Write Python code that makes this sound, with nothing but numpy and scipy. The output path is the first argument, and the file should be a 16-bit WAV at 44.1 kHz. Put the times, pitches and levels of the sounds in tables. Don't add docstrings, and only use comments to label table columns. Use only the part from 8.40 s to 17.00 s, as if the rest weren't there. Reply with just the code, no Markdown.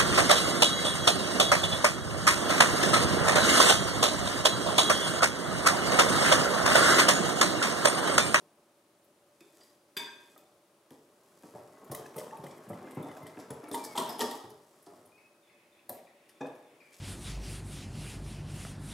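import sys
import numpy as np
from scipy import signal
from scipy.fft import rfft, irfft, next_fast_len
from scipy.io import wavfile
from scipy.ndimage import uniform_filter1d, map_coordinates

SR = 44100
rng = np.random.default_rng(int(sys.argv[2]) if len(sys.argv) > 2 else 0)


def int16_out(signal):
    q = np.round(np.clip(np.atleast_2d(signal).T, -1, 1) * 32767)
    wavfile.write(sys.argv[1], SR, q.astype(np.int16))


def gain_from_db(level_db):
    decades = np.asarray(level_db, float) / 20
    return 10 ** decades


N = 379260

# [f/Hz, level/dB]
AIR_COLOUR = [(18, -80), (30, -8.5), (145, -5), (415, -6), (1200, -11), (1760, -17), (9220, -23.5),
              (16000, -29)]
# [f/Hz, width/Hz, level/dB]
APPLIANCE = [(337, 62, -74), (582.5, 49, -73), (9540, 2600, -81.5)]
# [f/Hz, likeness 0 to 1]
AIR_LIKENESS = [(60, 0.94), (180, 1.0), (550, 0.98), (1650, 0.39), (4970, 0.45), (15000, 0.84)]
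ECHO_LIKENESS = [(60, 1), (180, 1.0), (550, 0.97), (1650, 0.37), (4970, 0.73), (15000, 0.86)]
# [t/s, drag level/dB, scrape level/dB]
STIRRING = [(0, -56, -62), (.29, -68.5, -107), (1.0, -80, -70), (1.19, -56.5, -57.5), (1.45, -73, -77),
            (1.9, -56.5, -60), (2.3, -70, -87), (3.07, -53, -57), (3.45, -46.5, -64.5),
            (3.68, -44.5, -60.5), (4.599, -41, -59.5), (5.3, -46.5, -68), (5.701, -35, -63),
            (6.051, -58.5, -66), (6.55, -57.5, -61.5), (7.0, -68, -83), (8.42, -57, -70), (8.6, -60, -55)]
# [f/Hz, width/Hz, level/dB]
BOWL_MODES = [(250.5, 67, -3), (409, 94, -2.5), (631, 27, 2), (634.6, 92, -3.5), (950, 337, -11.5),
              (1086, 78, -5.5), (1600, 1100, -64)]
# [f/Hz, width/Hz, level/dB]
WIRE_MODES = [(1868, 180, 4.5), (3250, 580, -2), (5220, 1970, -5.5), (8130, 770, -2.5), (9100, 1730, -8.5),
              (12100, 3660, -10.5)]
# [f/Hz, width/Hz, level under the drag/dB]
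SQUELCH_MODES = [(1300, 200, -14), (1620, 160, -20.5), (1950, 790, -19), (2440, 560, -27)]
# [t/s, peak level/dB, top resonances level/dB]
WIRE_GRAZES = [(0.64, -77, 23), (1.204, -50, -21), (3.392, -62, 13), (3.4417, -54, 9), (3.472, -55, 7),
               (3.657, -45, 2), (3.9084, -70, -19), (3.968, -52, 14.5), (4.035, -48, 2), (4.106, -46, -4),
               (4.177, -50, 8), (4.288, -60, 21), (4.331, -52.5, 5), (4.506, -54.5, 17.5),
               (4.5459, -61, 15), (4.7654, -46, 4.5), (4.826, -57, 8), (5.232, -48.5, 6.5),
               (5.2835, -59, 18), (6.098, -53, 9), (6.423, -61, 15), (6.46, -51, 0), (6.655, -62.5, 15.5),
               (7.889, -46.5, 2), (8.007, -45, -15), (8.062, -45.5, -1), (8.148, -58, 3)]
# [t/s, peak level/dB, top resonances level/dB, contact time/ms]
WIRE_TICKS = [(1.0056, -48.5, -1, 2.6), (1.234, -46.5, 1, 4.55), (1.5678, -26, 3.5, 6.4),
              (1.977, -49, 8, 3.2), (2.5057, -43, 5.5, 2.5), (3.5143, -36, 12, 5.3), (3.5226, -47, 3, 7.9),
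              (3.548, -36, 8, 3.5), (3.7609, -42.5, 10, 7.4), (3.7808, -35.5, 4, 6.7),
              (3.8005, -46, 0, 4.3), (4.0642, -48, -1, 6.1), (4.6256, -50, 10.5, 4.6),
              (4.7132, -48, 3, 6.4), (4.8643, -43.5, 4.5, 6.8), (4.9896, -43.5, -1, 12),
              (5.1039, -37, 6.5, 3.7), (5.3135, -36, 1, 3.3), (5.325, -36, -7, 9.9), (5.3418, -27, 1, 7.8),
              (5.3677, -39, -7, 11), (5.4382, -32.5, 6, 10), (5.5547, -37, 2, 3.5),
              (5.5815, -27.5, -2, 6.6), (5.691, -31.5, 4, 7), (5.7926, -22, 1, 14.5),
              (5.8061, -26, -7, 3.2), (5.8175, -26.5, -5, 4.5), (5.5293, -51, 8, 6.3),
              (5.5607, -34, -3, 7.3), (5.5745, -20, 2, 5.9), (5.9094, -33, 0, 5.1), (5.9474, -48, -27, 2.4),
              (7.4926, -32, 12, 3.44), (8.524, -47.5, 2, 7.8), (8.538, -48, -6, 6.9)]
# [f/Hz, level/dB, time to fall 60 dB/s]
LOOP_MODES = [(3370, -2, 0.011), (5450, 14, 0.025), (7160, 3, 0.066), (8100, 0, 0.034), (9400, -3, 0.095),
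              (11100, 6, 0.02), (13000, -2, 0.022)]
# [t/s, peak level/dB, best-excited f/Hz, spread/octaves]
RIM_KNOCKS = [(1.006, -57.5, 2480, 0.51), (1.205, -63.5, 4790, .2), (1.567, -37, 2360, 2.3),
              (1.885, -71.5, 7800, 0.15), (1.6, -44, 950, .3), (1.978, -64, 2420, 0.56),
              (1.668, -36, 1585, 0.21), (1.7, -46.5, 2495, 0.099), (1.728, -75, 1370, 0.42),
              (5.691, -28, 5170, 0.049), (5.812, -30, 5100, .04), (4.63, -57, 3500, .1),
              (5.44, -48, 4960, 0.048), (8.009, -38.5, 2545, 0.043), (8.009, -48.5, 3633, 0.04),
              (8.009, -55, 1620, 0.15), (8.15, -63, 10900, 0.087)]
# [f/Hz, level/dB, time to fall 60 dB/s]
RIM_MODES = [(377, -3, .25), (945, -3, .3), (1585, -4, .22), (1771, -8, .2), (2266, -6, .22),
             (2500, -3, .2), (3400, -6, .25), (3575, 2, .22), (4780, 4, .24), (5141, -8, .22),
             (6185, -5, .28), (7806, -4, .25), (9302, -5, .18), (11130, -8, .12)]
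# [t/s, peak level/dB, boom f/Hz, counter thump level/dB]
STROKES = [(1.008, -49.5, 365, -18), (1.565, -37, 1066, -22), (1.96, -51.5, 606, -37),
           (2.508, -46, 453, -15), (3.034, -44, 448, -11), (3.136, -45.5, 454, -8), (3.149, -41, 560, -12),
           (3.179, -44.5, 500, -20), (3.37, -54.5, 1092, -23), (3.497, -43.5, 194, 0.5),
           (3.515, -35, 597, -16), (3.593, -37, 375, -35), (3.759, -37.5, 427, -13.5),
           (3.923, -38.5, 854, -43), (3.985, -46.5, 360, -3), (4.034, -36.5, 553, -14.5),
           (4.299, -38, 574, -2), (4.44, -39.5, 337, -16), (4.569, -29.5, 326, -8.5), (4.824, -45, 386, -6),
           (4.97, -36.5, 312, -17), (5.102, -34, 430, -9.5), (5.11, -43.5, 820, -37),
           (5.232, -38, 313, -38), (5.311, -34, 416, -15), (5.34, -30.5, 858, -37), (5.552, -33, 830, -23),
           (5.577, -26.5, 950, -51), (5.816, -27.5, 864, -33), (5.915, -37, 850, -46),
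           (6.037, -41, 380, -12), (6.468, -45, 730, -22), (7.491, -38.5, 599, -20), (8.006, -35, 695, -15),
           (8.01, -39.5, 1640, -37), (8.05, -49, 1300, -40), (1.568, -41, 2080, -38), (1.59, -48, 760, -40),
           (6.52, -53, 600, -14), (6.581, -50, 504, -15), (3.548, -45, 1050, -32), (3.78, -40, 495, -36),
           (3.802, -47, 515, -30), (4.064, -48, 564, -15), (4.657, -37, 774, -27), (4.767, -43, 675, -28),
           (5.162, -65, 750, -28), (5.69, -39, 720, -40), (5.793, -31, 745, -44), (5.87, -34.5, 940, -42),
           (6.119, -63, 295, 1), (6.651, -58.5, 490, -11), (8.045, -38.5, 490, -32), (4.274, -55.5, 680, 6),
           (4.601, -36.5, 442, -25)]
# [f/Hz, width/Hz, level/dB]
COUNTER_MODES = [(97.5, 25, -2), (147.4, 39.4, 5)]
# [t/s, peak level/dB, f/Hz]
BATTER_POPS = [(3.032, -55, 1560), (3.3717, -56, 1500), (3.5153, -44, 1810), (3.547, -39, 1900),
               (3.6588, -41.5, 1620), (3.7804, -44, 1950), (3.8015, -43, 1920), (3.909, -45, 1720),
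               (3.969, -53, 2400), (4.065, -43, 1930), (4.1105, -50.5, 2220), (4.1789, -52, 2030),
               (1.962, -51, 1180), (3.761, -44, 1180), (4.305, -60, 1950), (4.332, -44.5, 1900),
               (4.4064, -63, 1800), (4.474, -44, 1520), (4.7142, -42, 1870), (4.7667, -45.5, 1560),
               (4.8644, -42.5, 1930), (4.972, -47, 1600), (5.1043, -50, 1430), (5.22, -51, 1500),
               (5.344, -33.5, 1914), (5.5792, -41, 3470), (5.8189, -30.5, 1710), (6.053, -51.5, 1805),
               (7.391, -56.5, 2520), (7.67, -55, 2300)]
# [t/s, peak level/dB, f/Hz, time to fall 60 dB/s]
BOWL_RINGS = [(8.01, -45.5, 494, 0.82), (8.01, -47, 715, 0.32), (8.01, -43, 279.4, 0.54),
              (8.01, -40, 1000, 0.16), (8.01, -52, 1140, 0.17), (8.01, -55, 1662, 0.26),
              (8.01, -80, 1970, 0.45), (5.578, -36, 984, 0.33), (5.578, -27.5, 379, 0.24),
              (5.58, -39, 253, 0.22), (5.6, -55, 1240, 0.08), (5.806, -33.5, 930, 0.33),
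              (5.8, -30, 431.6, 0.3), (5.81, -32, 237, .2), (5.806, -31.5, 1200, 0.15),
              (5.81, -39.5, 1867, 0.093), (5.84, -48, 1800, 0.15), (5.343, -34.5, 934, 0.22),
              (5.343, -48, 423, 0.16), (7.494, -50, 558, 0.66), (7.494, -51, 837, 0.18),
              (7.494, -46.5, 241, 0.46), (3.517, -48, 1085, 0.27), (3.517, -38.5, 443, 0.27),
              (3.78, -35, 446, .25), (3.78, -44, 614, 0.28), (3.15, -55, 503, 0.18), (3.15, -49, 864, .15),
              (3.92, -55, 886, 0.13), (4.3, -42, 335.4, 0.26), (4.3, -50, 587, .2), (4.57, -46, 391, 0.2)]
WHISTLE_NOTES = [(3.3, .14, 2000, 2000, 1980), (4.05, .12, 2400, 2330, 2220), (4.52, .1, 2060, 2065, 2070),
                 (4.685, .025, 2070, 2070, 2070), (4.82, .135, 2070, 2060, 2070),
                 (5.245, .045, 2330, 2250, 2260), (5.39, .15, 2380, 2300, 2170),
                 (6.72, .15, 2420, 2540, 2550), (7.31, .05, 3980, 3980, 3980),
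                 (8.46, .08, 2330, 2330, 2300), (3.555, .1, 3170, 3140, 3050),
                 (8.53, .07, 2650, 2700, 2700), (4.435, .08, 2100, 2080, 2070)]
WHISTLE_LEVELS = [-73, -66, -61, -57, -56.5, -58, -54.5, -62.5, -81, -63, -66, -72, -61]
# [t/s, length/s, start f/Hz, middle f/Hz, end f/Hz]
CHIRP_NOTES = [(s, .07, 3700, 3450, 3440) for s in (7.025, 7.315, 7.61, 7.91, 8.225)]
FALLING_NOTES = [(s, .022, 2700, 2150, 1750) for s in (6.772, 7.088, 7.38, 7.662, 7.962, 8.285)]
HELD_NOTES = [(s, .07, 2600, 2540, 2570) for s in (6.775, 7.085, 7.345, 7.66, 7.95, 8.24)]
CHIRP_LEVELS = [-76, -77, -81, -77, -79]
FALLING_LEVELS = [-66, -68, -71, -69, -69, -73]
HELD_LEVELS = [-69, -72, -80, -83, -80, -80]
# [t/s, peak level/dB, f/Hz]
WIRE_SNICKS = [(3.5146, -37, 9800), (3.547, -29, 9870), (3.7605, -42, 11400), (3.78, -38, 10000),
               (3.969, -53, 9700), (4.1776, -54, 12100), (4.2893, -45, 10900), (4.5073, -51, 10700),
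               (4.624, -45, 9400), (4.713, -54, 9000), (4.7667, -54, 11300), (4.8645, -46, 9340),
               (4.9902, -49, 9010), (5.105, -36, 10130), (5.2302, -52, 11100), (5.2835, -52, 10500)]
# [t/s, peak level/dB, f/Hz]
WIRE_CLASHES = [(5.2838, -52, 10600), (5.315, -37, 10500), (5.3427, -32, 10800), (5.3686, -44, 9310),
                (5.4385, -38, 8600), (5.5288, -44, 8130), (5.5607, -39, 12000), (5.5801, -23.5, 10800),
                (5.691, -27, 12300), (5.7847, -39, 10300), (5.7935, -27, 13300), (5.8061, -19, 7820),
                (5.9099, -33, 12300)]
# [t/s, peak level/dB, f/Hz]
WIRE_CLINKS = [
    (5.3138, -37.5, 3500),
    (5.3442, -31, 3620),
    (5.4375, -41, 4880),
    (5.554, -39, 3360),
    (5.5811, -21, 3640),
    (5.6934, -22.5, 5060),
    (5.8016, -33, 3110),
    (5.8053, -19, 3353),
    (5.8176, -27.5, 3260),
]
# [f/Hz, time to fall 60 dB/s]
KITCHEN_DECAY = [(100, 0.39), (300, 0.64), (1000, 0.7), (4000, 0.66), (12000, 0.27)]


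def unit(x):
    return x / np.sqrt(np.mean(x ** 2) + 1e-20)


def peak(x):
    return x / abs(x).max()


def along(points, hz):
    f, v = np.transpose(points)
    return np.interp(np.log(hz + 1), np.log(f + 1), v)


def filtered(x, response):
    m = next_fast_len(x.shape[-1] + SR // 4)
    spectrum = rfft(x, m) * response(np.fft.rfftfreq(m, 1 / SR))
    return irfft(spectrum, m)[..., :x.shape[-1]]


def body(peaks):
    def response(f):
        total = 0
        for k, (c, w, db) in enumerate(peaks):
            total = total + (-1) ** k * gain_from_db(db) * 1j * f * w / (c * c - f * f + 1j * f * w)
        return total
    return response


def spread(pair, alike):
    def mid_side(hz):
        turn = np.arccos(np.clip(along(alike, hz), -1, 1)) / 2
        return np.array([np.cos(turn), np.sin(turn)])
    mid, side = filtered(pair, mid_side)
    return np.array([mid + side, mid - side])


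def add(track, s, sound):
    part = track[round(s * SR):][:len(sound)]
    part += sound[:len(part)]


def wander(size, position):
    return map_coordinates(rng.standard_normal(size), [position])


def burst(rise_ms, fade_ms):
    ms = np.arange(SR // 8) * 1000 / SR
    swell = np.clip(ms / max(rise_ms, .1), 0, 1) ** 2
    fade = np.exp(-np.clip(ms - rise_ms, 0, None) / max(fade_ms, .2))
    return rng.standard_normal(len(ms)) * swell * fade


def grit(rate, spread_db):
    slips = rng.random(N) < rate / SR
    return unit(slips * rng.standard_normal(N) * gain_from_db(spread_db * rng.standard_normal(N)))


def after(rows, gain_db, rise_s, fade_s):
    out, t = np.zeros(N), np.arange(SR // 2) / SR
    shape = (1 - np.exp(-t / rise_s)) * np.exp(-t / fade_s)
    for s, db, *_ in rows:
        add(out, s, gain_from_db(db + gain_db) * shape)
    return out


def waver(count, t):
    gains = []
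    for row in rng.standard_normal((count, 200)):
        slow = gain_from_db(4 * map_coordinates(row, [t * 60]))
        rattle = 0.6 * map_coordinates(row[::-1], [t * 320])
        gains.append(slow + rattle)
    return np.array(gains)


def air():
    hiss = rng.standard_normal((2, N))
    total = gain_from_db(-67.5) * unit(filtered(hiss, lambda f: gain_from_db(along(AIR_COLOUR, f))))
    for c, w, db in APPLIANCE:
        noise = rng.standard_normal((2, N))
        total = total + gain_from_db(db) * unit(filtered(noise, lambda f: body([(c, w, 0)])(f) ** 2))
    return spread(total, AIR_LIKENESS)


def squelch():
    total, swing_db = np.zeros(N), 4
    for c, w, db in SQUELCH_MODES:
        swing = wander(300, np.arange(N) * 25 / SR)
        total += gain_from_db(db + swing_db * swing) * unit(filtered(grit(400, spread_db=3.0), body([(c, w, 0)])))
    return total


def stirring():
    s, drag_db, scrape_db = np.transpose(STIRRING)
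    t = np.arange(N) / SR
    slips, scratches = grit(750, spread_db=4.2), grit(1800, spread_db=3.5)
    drag = unit(filtered(slips, body(BOWL_MODES + [(142.4, 48, -5.0), (1800, 310, -35.0)])))
    scrape = unit(filtered(scratches, lambda f: body(WIRE_MODES)(f) * (f / 5000) ** 0.73 + 0.11 * f / (f + 3000)))
    churn = gain_from_db(np.interp(t, s, drag_db) - 11.5) + after(STROKES, -24, rise_s=0.014, fade_s=0.023)
    skid = gain_from_db(np.interp(t, s, scrape_db) - 10.5) + after(WIRE_TICKS, -27, rise_s=0.0013, fade_s=0.057)
    return churn * (drag + squelch()) + skid * scrape


def ticks():
    graze_ms, grain_db, share_db, shift = 7.2, 5, 3, 0.06
    contacts = WIRE_TICKS + [(*row, graze_ms) for row in WIRE_GRAZES]
    out, chance = np.zeros(N), rng.standard_normal((len(contacts), 2, len(WIRE_MODES)))
    for (s, db, top_db, ms), (share_luck, pitch_luck) in zip(contacts, chance):
        lowest_db = -6.5 - 0.1659 * (db + 50)
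        second_db = -5.5 + 0.1165 * (db + 50)
        shares = np.array([lowest_db, second_db, -3, -3, top_db - 3, top_db - 3]) + share_db * share_luck
        peaks = []
        for (c, w, g), share, luck in zip(WIRE_MODES, shares, pitch_luck):
            peaks.append((c * (1 + shift * luck), 0.67 * w, g + share))
        rise_ms = .33 * ms ** 1.8
        force = burst(rise_ms, ms)
        grain = np.repeat(rng.standard_normal(SR // 80 + 1), 10)[:SR // 8]
        force = peak(force * gain_from_db(grain_db * grain))
        add(out, s - 0.49 * rise_ms / 1000, gain_from_db(db + 15) * filtered(force, body(peaks)))
    loops = body([(hz, 0.98 / t60, db) for hz, db, t60 in LOOP_MODES])
    return out + gain_from_db(-12.5) * filtered(out, loops)


def rim():
    out, t = np.zeros(N), np.arange(SR // 2) / SR
    hz, level_db, t60 = np.transpose(RIM_MODES)[:, :, None]
    for s, db, best_hz, octaves in RIM_KNOCKS:
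        luck = rng.uniform(-2.41, 1, (2, len(RIM_MODES), 1))
        cluster = np.sin(2 * np.pi * hz * t)
        cluster += .7 * np.sin(2 * np.pi * hz * (1 + .012 * luck[0]) * t + 3 * luck[1])
        cluster += .35 * np.sin(2 * np.pi * hz * (1 - .022 * luck[1]) * t)
        reach_db = -6 * (np.log2(hz / best_hz) / octaves) ** 2
        fade = gain_from_db(level_db + reach_db - 60 * t / t60)
        ringing = (fade * cluster * waver(len(RIM_MODES), t)).sum(0)
        add(out, s, gain_from_db(db - 9.0) * ringing * (1 - np.exp(-t / 0.0006)))
    return out


def thuds():
    bowl, counter = np.zeros((2, N))
    push_ms, reach_db = 7.35, -0.5
    splat = (1100, 445, -9.5)
    dip = body([(1415, 124, -3.9)])
    for s, db, hz, thump_db in STROKES:
        push = burst(0.28 * push_ms, push_ms)
        driven = [(c, w, g + reach_db * np.log2(c / hz) ** 2) for c, w, g in BOWL_MODES]
        struck = body(driven + [(hz, 0.13 * hz, 3), splat])
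        boom = filtered(push, lambda f: struck(f) * (1 - dip(f)) / (1 + 1j * f / 1500))
        thump = filtered(push, lambda f: body(COUNTER_MODES)(f) / (1 + 1j * f / 200))
        add(bowl, s - .001, gain_from_db(db) * peak(boom))
        add(counter, s, gain_from_db(db + thump_db + 8.5) * peak(thump))
    return bowl, counter


def pops():
    out, t = np.zeros(N), np.arange(SR // 10) / SR
    t60_s = .022
    for s, db, hz in BATTER_POPS:
        tone = np.sin(2 * np.pi * hz * t * (1 + 6 * t)) + 0.39 * np.sin(3.2 * np.pi * hz * t)
        add(out, s, gain_from_db(db + 3.5 - 60 * t / t60_s) * tone * (1 - np.exp(-t / 0.0015)))
    return out


def rings(rows, beat):
    out, t = np.zeros(N), np.arange(SR // 2) / SR
    lucks = rng.uniform(-0.86, 1, (len(rows), 2))
    for (s, db, hz, t60), luck, gain in zip(rows, lucks, waver(len(rows), t)):
        twin = np.sin(2 * np.pi * hz * (1 + beat * luck[0]) * t + np.pi * luck[1])
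        pair = np.sin(2 * np.pi * hz * t) + .5 * twin
        fade = gain_from_db(db - 60 * t / max(t60, .005))
        add(out, s, fade * gain * pair * (1 - np.exp(-t * hz / 2)))
    return out


def bird(notes, levels_db, flutter_db, flutter_hz, octave):
    out = np.zeros(N)
    for (s, length, *pitch_hz), db in zip(notes, levels_db):
        u = np.linspace(0, 1, round(length * SR))
        glide_hz = np.polyval(np.polyfit([0, .5, 1], pitch_hz, deg=2), u)
        warble = 1 + .005 * unit(uniform_filter1d(rng.standard_normal(len(u)), size=150))
        phase = 2 * np.pi * np.cumsum(glide_hz * warble) / SR
        add(out, s, gain_from_db(db) * np.sin(np.pi * u) ** 0.069 * (np.sin(phase) + octave * np.sin(2 * phase)))
    return out * gain_from_db(flutter_db * wander(2400, np.arange(N) * flutter_hz / SR))


def birds():
    far_notes = CHIRP_NOTES + FALLING_NOTES + HELD_NOTES + [(8.404, .02, 2500, 2150, 1500)]
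    far_levels = CHIRP_LEVELS + FALLING_LEVELS + HELD_LEVELS + [-60]
    whistle = bird(WHISTLE_NOTES, WHISTLE_LEVELS, flutter_db=2.5, flutter_hz=90, octave=.08)
    chirp = bird(far_notes, far_levels, flutter_db=5, flutter_hz=260, octave=.2)
    return whistle, chirp


def clashes():
    t60_s = 0.021
    events = WIRE_CLASHES + WIRE_CLINKS + WIRE_SNICKS
    return rings([(s, db - 10, hz, t60_s) for s, db, hz in events], beat=0.055)


def yard():
    start_s, db, hz, width_hz = 7, -74.5, 2194, 1300
    t = np.arange(N) / SR
    flicker = wander(200, t * 14)
    band = unit(filtered(rng.standard_normal((2, N)), lambda f: body([(hz, width_hz, 0)])(f) ** 2))
    return gain_from_db(db + 3.5 * flicker) * np.clip((t - start_s) * 10, 0, 1) * spread(band, ECHO_LIKENESS)


def kitchen(x):
    out, step = np.zeros((2, N + SR * 2)), SR // 4
    for i in range(0, N, step):
        hz, t, z = signal.stft(rng.standard_normal((2, SR * 3 // 4)), SR, nperseg=256)
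        fade = gain_from_db(-60 * t / along(KITCHEN_DECAY, hz)[:, None])
        tail = signal.istft(z * fade, SR, nperseg=256)[1]
        wet = signal.fftconvolve(x[None, i:i + step], tail / np.linalg.norm(tail[0]), axes=1)
        out[:, i + 130:i + 130 + wet.shape[1]] += wet
    return spread(out[:, :N], ECHO_LIKENESS)


def counter_bounce(near):
    delay_s = np.array([[.3], [.42]]) / 1000
    return filtered(near, lambda f: gain_from_db(-9) * f * f / (f * f + 10000 ** 2) * np.exp(-2j * np.pi * f * delay_s))


def scene():
    high = ticks()
    low, thump = thuds()
    glass, stir = rim(), stirring()
    whistle, chirp = birds()
    pop = pops()
    high = high + clashes()
    ring = gain_from_db(-1.5) * rings(BOWL_RINGS, beat=0.032)
    near = high + low + thump + glass + stir + pop + ring
    wet = gain_from_db(-5) * high + gain_from_db(-11) * pop + gain_from_db(-10) * whistle + gain_from_db(-5) * stir + gain_from_db(1.5) * chirp
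    wet = wet + gain_from_db(-9.5) * ring + gain_from_db(2.5) * low + gain_from_db(-3.0) * thump + gain_from_db(-3.0) * glass
    both = near + counter_bounce(near) + kitchen(wet) + air() + yard()
    both = both + (whistle + chirp) * gain_from_db([[-1.5], [-6]])
    return filtered(both, lambda f: gain_from_db(np.outer([.45, -.45], f * f / (f * f + 400 ** 2))))


def top_cut(x):
    return signal.sosfilt(signal.butter(12, 16500, fs=SR, output="sos"), x)


def record(dry):
    def band(f):
        return (1j * f / (75 + 1j * f)) ** 4 * np.where(f < 15800, 1, gain_from_db(-48))
    mix = filtered(dry, band)
    return top_cut(mix)


dry = scene()
out = record(dry)
int16_out(out)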